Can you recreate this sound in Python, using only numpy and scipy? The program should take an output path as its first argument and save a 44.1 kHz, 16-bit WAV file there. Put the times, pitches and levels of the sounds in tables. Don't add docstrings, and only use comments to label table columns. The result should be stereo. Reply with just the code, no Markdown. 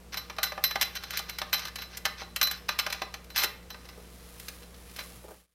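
import sys
import numpy as np
from scipy import signal
from scipy.fft import rfft, irfft, next_fast_len
from scipy.io import wavfile
from scipy.ndimage import map_coordinates

SR = 44100
rng = np.random.default_rng(int(sys.argv[2]) if len(sys.argv) > 2 else 0)


def wrap_up_sound(samples):
    columns = np.atleast_2d(samples).T
    tamed = np.clip(columns, -1, 1)
    steps = np.round(tamed * 32767).astype(np.int16)
    wavfile.write(sys.argv[1], SR, steps)


N = 244314
TIME = np.arange(N) / SR
HIT_SIZE = 4096
TOP_HZ = 16100

# frequency in Hz, relative level in dB.
AIR = [(15, -5.5), (35, 2), (50, 3.5), (75, 6), (140, 1.5), (200, 3.5), (280, 0), (480, 1), (750, -4.5),
       (1700, -10.5), (5850, -16.5), (12400, -18.5), (16000, -26)]
# frequency in Hz, rms level in dB.
HUM = [(60, -53.5), (120, -67), (177, -59.5), (479, -65.5)]
# frequency in Hz, time to fall 60 dB in seconds.
ROOM_DECAY = [(200, .35), (1000, .42), (3000, 0.38), (6000, 0.25), (13000, 0.33)]

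# time in seconds, rms level in dB.
SLEEVE = [(3.5, -84), (3.754, -66), (4.314, -55), (4.488, -51), (4.71, -61.5), (5.034, -49.5), (5.214, -57),
          (5.4, -50)]
# frequency in Hz, relative level in dB.
CLOTH = [(710, -30), (1200, 3.5), (1430, -5), (1770, 0), (4600, -1.5), (8350, -4), (10100, 1.5),
         (16000, -6.5)]
# start in seconds, level in dB.
THUDS = [(3.021, -50), (3.438, -39), (3.974, -48), (5.24, -45.5), (5.281, -43.5), (5.306, -42)]
# frequency in Hz, relative level in dB.
THUD_COLOUR = [(150, -19), (300, -7), (420, 1.5), (600, 0.5), (900, -5.5), (1400, -14), (3000, -26.5)]

# time in seconds, force in dB.
TURNING = [(0, -101), (.15, -56.5), (.55, -67), (1.1, -52.5), (1.55, -62.5), (2, -69), (2.5, -66.5),
           (2.95, -57), (3.15, -77), (3.6, -72), (3.8, -61), (4.1, -66.5), (5.2, -72)]
# start in seconds, length in seconds, peak force in dB.
SCRAPES = [(0.12, 0.03, -44.5), (0.434, 0.055, -45.5), (0.96, 0.02, -35.5), (1.12, 0.094, -40),
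           (1.28, 0.03, -46), (1.343, .03, -55.5), (1.547, 0.15, -44.5), (1.773, 0.088, -46.5),
           (1.893, 0.1, -48.5), (2.087, 0.034, -67.5), (2.168, .08, -44), (2.488, 0.094, -46.5),
           (2.684, 0.0098, -31.5), (2.701, 0.04, -44), (2.87, 0.15, -50), (3.34, 0.12, -34.5),
           (4.953, 0.077, -50.5)]
# start in seconds, strength in dB, hardness from 0 (flat push) to 1 (steel edge),
# looseness from 0 (pinched) to 1 (free), rattle time in seconds.
CONTACTS = [(0.171, -34.5, 0.59, 0.78, .01), (0.298, -38, 0.32, 0.42, 0), (0.384, -32, 0.22, 0.55, 0),
            (0.43, -26, 0.74, 0.72, .01), (0.52, -36.5, 0.24, 0.2, 0), (0.577, -39, 0.014, 0.15, 0),
            (.639, -24, 0.77, 0.82, 0), (.709, -33, 0.42, 0.73, 0), (0.756, -27.5, 0.28, 0.32, 0),
            (.812, -24.5, 0.72, 0.68, .016), (.952, -38, .65, 0.72, .01), (1.025, -47.5, 0.43, .5, 0),
            (1.106, -35.5, 0.72, .6, 0), (1.172, -31, 0.82, 0.71, 0), (1.19, -35, 0.73, 0.44, 0),
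            (1.295, -37, 0.73, 0.67, 0), (1.385, -33, 0.69, 0.46, 0), (1.416, -30.5, 0.35, .02, 0),
            (1.529, -26, 0.61, 0.83, .016), (1.593, -37.5, 0.74, 0.43, 0), (1.652, -36, .6, 0.38, 0),
            (1.757, -36, 0.71, .55, 0), (1.786, -40.5, .45, .75, 0), (1.82, -40, 0.54, 0.78, 0),
            (1.971, -38.5, 0.96, 0.21, 0), (2.053, -23, 0.57, 0.4, 0), (2.218, -43, 0.11, 0.72, 0),
            (2.361, -29.5, 0.78, 0.41, 0), (2.413, -21.5, .6, 0.48, 0), (2.4291, -28, .75, 0.98, 0),
            (2.472, -32.5, 0.68, 0.83, 0), (2.512, -33, 0.75, .75, 0), (2.69, -31, 0.31, 0.52, 0),
            (2.7882, -25, 0.63, 0.51, .01), (2.8638, -29, 0.38, .05, 0), (2.925, -29.5, 0.62, 0.34, 0),
            (2.946, -42.5, 0.35, 0.65, 0), (3.018, -31, 0.25, 0.54, 0), (3.14, -36.5, .5, 0.38, 0),
            (3.242, -55.5, .95, .02, 0), (3.302, -46.5, 0.56, 0.71, 0), (3.36, -28.5, 0.68, 0.34, .01),
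            (3.377, -30, .7, 0.9, .03), (3.428, -35, 0.75, .6, 0), (3.435, -25.5, 0.74, 0.6, .01),
            (3.703, -42, 0.49, 0.75, 0), (3.744, -45.5, 0.27, 0.29, 0), (4.398, -46, 1, .02, 0),
            (4.483, -37.5, 0.81, .02, 0), (4.962, -44, .85, .1, 0), (4.987, -51, 0.16, .3, 0)]

# frequency in Hz, half width in Hz, relative level in dB.
KNOCK = [(448, 25, -26.5), (618, 59, -2), (793.5, 21, 5), (970, 140, -2), (1204, 124, 6), (1547, 23, 3.5)]
# frequency in Hz, half width in Hz, relative level in dB.
BRACKET = [(1544, 142, 4.5), (1763, 54, -6), (2038, 100, 4.5), (2357, 170, 0), (2684, 180, 0.5),
           (3080, 49, 5.5), (3455, 94, 1.5), (3920, 290, -2), (4206, 220, 0.5), (4646, 90, 1.5),
           (5120, 66, 7), (5390, 140, -2.5), (5800, 42, -17.5), (5816, 180, 2), (6150, 89, -3.5),
           (6300, 110, -8.5)]
# frequency in Hz, relative level in dB.
TICK = [(4500, -25.5), (6500, 7), (8000, 4), (10500, 4.5), (11700, 4), (12500, 4.5), (13800, 11.5),
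        (14600, -3), (16000, -13)]
# frequency in Hz, relative level in dB, time to fall 60 dB in seconds.
TUBE = [(605, 4.5, 0.34), (785, -10, 0.31), (1098, 6, 0.18), (1219, 3.5, 0.31), (1441, 11.5, 0.14),
        (1580, -7.5, 0.17), (1758, 4.5, 0.27), (1935, 9, 0.18), (2596, -9, 0.15), (3060, -5.5, 0.15),
        (3300, -13, 0.13)]
# frequency in Hz, relative level in dB, time to fall 60 dB in seconds.
WASHER = [(4010, 0, .27), (4120, -11, .13), (5765, -17, .18), (5940, -20, .2), (6150, -21, .18)]
NUT = [(12350, -16, .06), (12615, -14, .14), (12675, -7, .14), (12890, -13, .08), (13710, -5, .085),
       (13950, -16, .05)]
BOLT = [(1935, -11, .5), (2907, -14, .5), (4231, -3, .25), (4412, -7, .25), (5180, -4, .38),
        (5420, -10, .3), (5700, -10, .3)]

REBOUND_S, REBOUND_LOSS_DB = .007, 2
# (dB when flat, dB on an edge)
KNOCK_DB, CLACK_DB, TICK_DB = (5, -21.5), (0, 0.5), (-23.5, 1)
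# (Hz when flat, Hz on an edge)
KNOCK_CORNER_HZ, CLACK_CORNER_HZ = (450, 4020), (2200, 20300)
# (dB when pinched, dB when free); the nut's ting is counted from the tick
WASHER_DB, NUT_DB, BOLT_DB = (-29, 4.5), (-23, 14.5), (-38.5, -6.5)
TUBE_DB = -22.5
STICK_DB, STICKS_PER_S = 8, 130
SLIDE_S, SLIDE_DB = 0.0046, -19.5
CATCH_DB, CATCH_SPREAD_DB = 3.5, 6
CATCH_HARDNESS, CATCH_LOOSENESS = 0.51, 0.61
FADE_END_S, FADE_S, FADED_DB = 5.477, 0.3, -30.5


def amp(db):
    return 10 ** (np.asarray(db) / 20)


def unit(x):
    return x / np.sqrt(np.mean(x ** 2) + 1e-20)


def fall(t, t60):
    return np.exp(-np.log(1000) * t / t60)


def along(points, hz):
    f, v = np.transpose(points)
    return np.interp(np.log(hz + 1), np.log(f + 1), v)


def between(ends, share):
    return ends[0] + (ends[1] - ends[0]) * np.clip(share, 0, 1)


def level(rows):
    return amp(np.interp(TIME, *np.transpose(rows)))


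def wobble(rate):
    knots = rng.standard_normal(int(N * rate / SR) + 4)
    return map_coordinates(knots, [TIME * rate / SR])


def add(track, s, sound):
    part = track[round(s * SR):][:len(sound)]
    part += sound[:len(part)]


def coloured(x, spectrum):
    size = next_fast_len(N + HIT_SIZE)
    gain = amp(along(spectrum, np.fft.rfftfreq(size, 1 / SR)))
    return unit(irfft(rfft(x, size) * gain, size)[:N])


def causal(spectrum):
    gain = amp(along(spectrum, np.fft.rfftfreq(HIT_SIZE, 1 / SR)))
    cepstrum = irfft(np.log(gain))
    cepstrum[1:HIT_SIZE // 2] *= 2
    cepstrum[HIT_SIZE // 2 + 1:] = 0
    return np.exp(rfft(cepstrum))


def resonant(modes):
    hz = np.fft.rfftfreq(HIT_SIZE, 1 / SR)
    centre, width, db = np.transpose(modes)[:, :, None]
    peaks = amp(db) / (1 + ((hz - centre) / width) ** 2)
    return np.c_[hz, 20 * np.log10(np.sum(peaks, axis=0))]


def friction(spectrum, slip_rate):
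    slips = (rng.random(N) < slip_rate / SR) * rng.standard_normal(N)
    return unit(signal.oaconvolve(slips, irfft(causal(spectrum)))[:N])


def chatter(starts, levels_db, spectrum, t60, spiky_db, rise, corner_hz=np.inf):
    t = np.arange(HIT_SIZE) / SR
    chance = rng.standard_normal((len(starts), 2, HIT_SIZE))
    envelope = fall(t, t60) * (1 - np.exp(-t / rise))
    impacts = chance[:, 0] * amp(spiky_db * chance[:, 1]) * envelope
    softness = (1 + 1j * (np.fft.rfftfreq(HIT_SIZE, 1 / SR) / np.reshape(corner_hz, (-1, 1)))) ** -2
    bursts = irfft(rfft(impacts) * causal(spectrum) * softness)
    attack = t < .008
    track = np.zeros(N)
    for s, db, burst in zip(starts, levels_db, bursts):
        add(track, s, amp(db) * burst / burst[attack].std())
    return track


def clink(starts, levels_db, modes, scatter_db, choke_t60, detune):
    t = np.arange(SR // 3) / SR
    hz, db, t60 = np.transpose(modes)[:, :, None]
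    decay = np.sqrt(2) * amp(db) * fall(t, t60)
    free_times = np.diff(starts, append=TIME[-1])
    track = np.zeros(N)
    for s, free, hit_db in zip(starts, free_times, levels_db):
        strength, side, load = rng.standard_normal((3, len(modes), 1))
        push = np.sign(side) * amp(scatter_db * strength)
        swing = push * np.sin(2 * np.pi * hz * (1 + detune * load) * t)
        choke = fall(np.maximum(t - free, 0), choke_t60)
        add(track, s, amp(hit_db) * np.sum(decay * swing, axis=0) * choke)
    return track


def background(air_db, drift):
    hum = sum(np.sqrt(2) * amp(db) * np.sin(2 * np.pi * hz * TIME + drift * wobble(4)) for hz, db in HUM)
    return hum + amp(air_db) * coloured(rng.standard_normal(N), AIR)


def room(x, build_up):
    hz, t, z = signal.stft(rng.standard_normal(SR // 2), SR, nperseg=256)
    tail = signal.istft(z * fall(t, along(ROOM_DECAY, hz)[:, None]), SR, nperseg=256)[1]
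    tail *= 1 - np.exp(-(np.arange(len(tail)) / SR / build_up) ** 2)
    return signal.fftconvolve(x, tail / np.linalg.norm(tail))[:N]


def sleeves():
    return level(SLEEVE) * friction(CLOTH, slip_rate=4000)


def soft_thuds():
    return chatter(*np.transpose(THUDS), THUD_COLOUR, t60=0.12, spiky_db=1.5, rise=0.0011)


def drag():
    force = level(TURNING)
    slides = [(s - SLIDE_S, SLIDE_S, db + SLIDE_DB) for s, db, *_ in CONTACTS]
    for s, length, db in SCRAPES + slides:
        add(force, s, amp(db) * np.sqrt(np.hanning(round(length * SR))))
    return force


def thread(force):
    rasp = friction(resonant(BRACKET), slip_rate=2500)
    body = amp(-12) * friction(resonant(KNOCK), slip_rate=1500)
    grit = amp(-18) * friction(TICK, slip_rate=6100)
    stick_slip = unit(amp(STICK_DB * wobble(STICKS_PER_S)))
    return force * stick_slip * (rasp + body + grit)


def catches(force, count):
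    starts = np.sort(rng.uniform(0, TIME[-1], count))
    drag_db = 20 * np.log10(np.interp(starts, TIME, force))
    db = drag_db + CATCH_DB + CATCH_SPREAD_DB * rng.standard_normal(count)
    return starts, db, CATCH_HARDNESS, CATCH_LOOSENESS


def contacts():
    hits = []
    for s, db, hard, loose, rattle in CONTACTS:
        for k in range(1 + int(abs(rattle) / REBOUND_S)):
            hits.append((s + k * REBOUND_S, db - k * REBOUND_LOSS_DB, hard, loose))
    return np.transpose(hits)


def tube(blows):
    t = np.arange(SR // 2) / SR
    ring = sum(amp(db) * fall(t, t60) * np.sin(2 * np.pi * hz * t) for hz, db, t60 in TUBE)
    return signal.fftconvolve(blows, ring / np.linalg.norm(ring))[:N]


def strike(starts, db, hard, loose):
    tick_db = db + between(TICK_DB, hard)
    knocks = chatter(starts, db + between(KNOCK_DB, hard), resonant(KNOCK), t60=0.058, spiky_db=0.5, rise=0.00024,
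                     corner_hz=np.exp(between(np.log(KNOCK_CORNER_HZ), hard)))
    clacks = chatter(starts, db + between(CLACK_DB, hard), resonant(BRACKET), t60=0.04, spiky_db=6, rise=0.00064,
                     corner_hz=np.exp(between(np.log(CLACK_CORNER_HZ), hard)))
    ticks = chatter(starts, tick_db, TICK, t60=0.037, spiky_db=6.5, rise=.0005)
    washer = clink(starts, db + between(WASHER_DB, loose), WASHER, scatter_db=-0.5, choke_t60=0.018, detune=0.00071)
    nut = clink(starts, tick_db + between(NUT_DB, loose), NUT, scatter_db=2.5, choke_t60=.016, detune=0.00068)
    bolt = clink(starts, db + between(BOLT_DB, loose), BOLT, scatter_db=3, choke_t60=0.12, detune=0.0015)
    return np.array([knocks + clacks, ticks, washer + nut + bolt])


def scene():
    floor = background(air_db=-55, drift=.1)
    sleeve = sleeves()
    thuds = soft_thuds()
    force = drag()
    rasp = thread(force)
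    blows, ticks, steel = strike(*catches(force, count=130)) + strike(*contacts())
    frame = blows + rasp + amp(TUBE_DB) * tube(blows + rasp)
    to_walls = amp(-9.5) * (frame + thuds) + amp(-13) * ticks + amp(-14.5) * steel
    walls = room(to_walls, build_up=0.0042)
    mono = frame + ticks + steel + thuds + sleeve + walls + floor
    return np.array([mono, mono])


def record(dry):
    fade = np.clip((FADE_END_S - TIME) / FADE_S, amp(FADED_DB), 1)
    size = next_fast_len(N + HIT_SIZE)
    in_band = np.fft.rfftfreq(size, 1 / SR) < TOP_HZ
    return irfft(rfft(dry * fade, size) * in_band, size)[:, :N]


dry = scene()
out = record(dry)
wrap_up_sound(out)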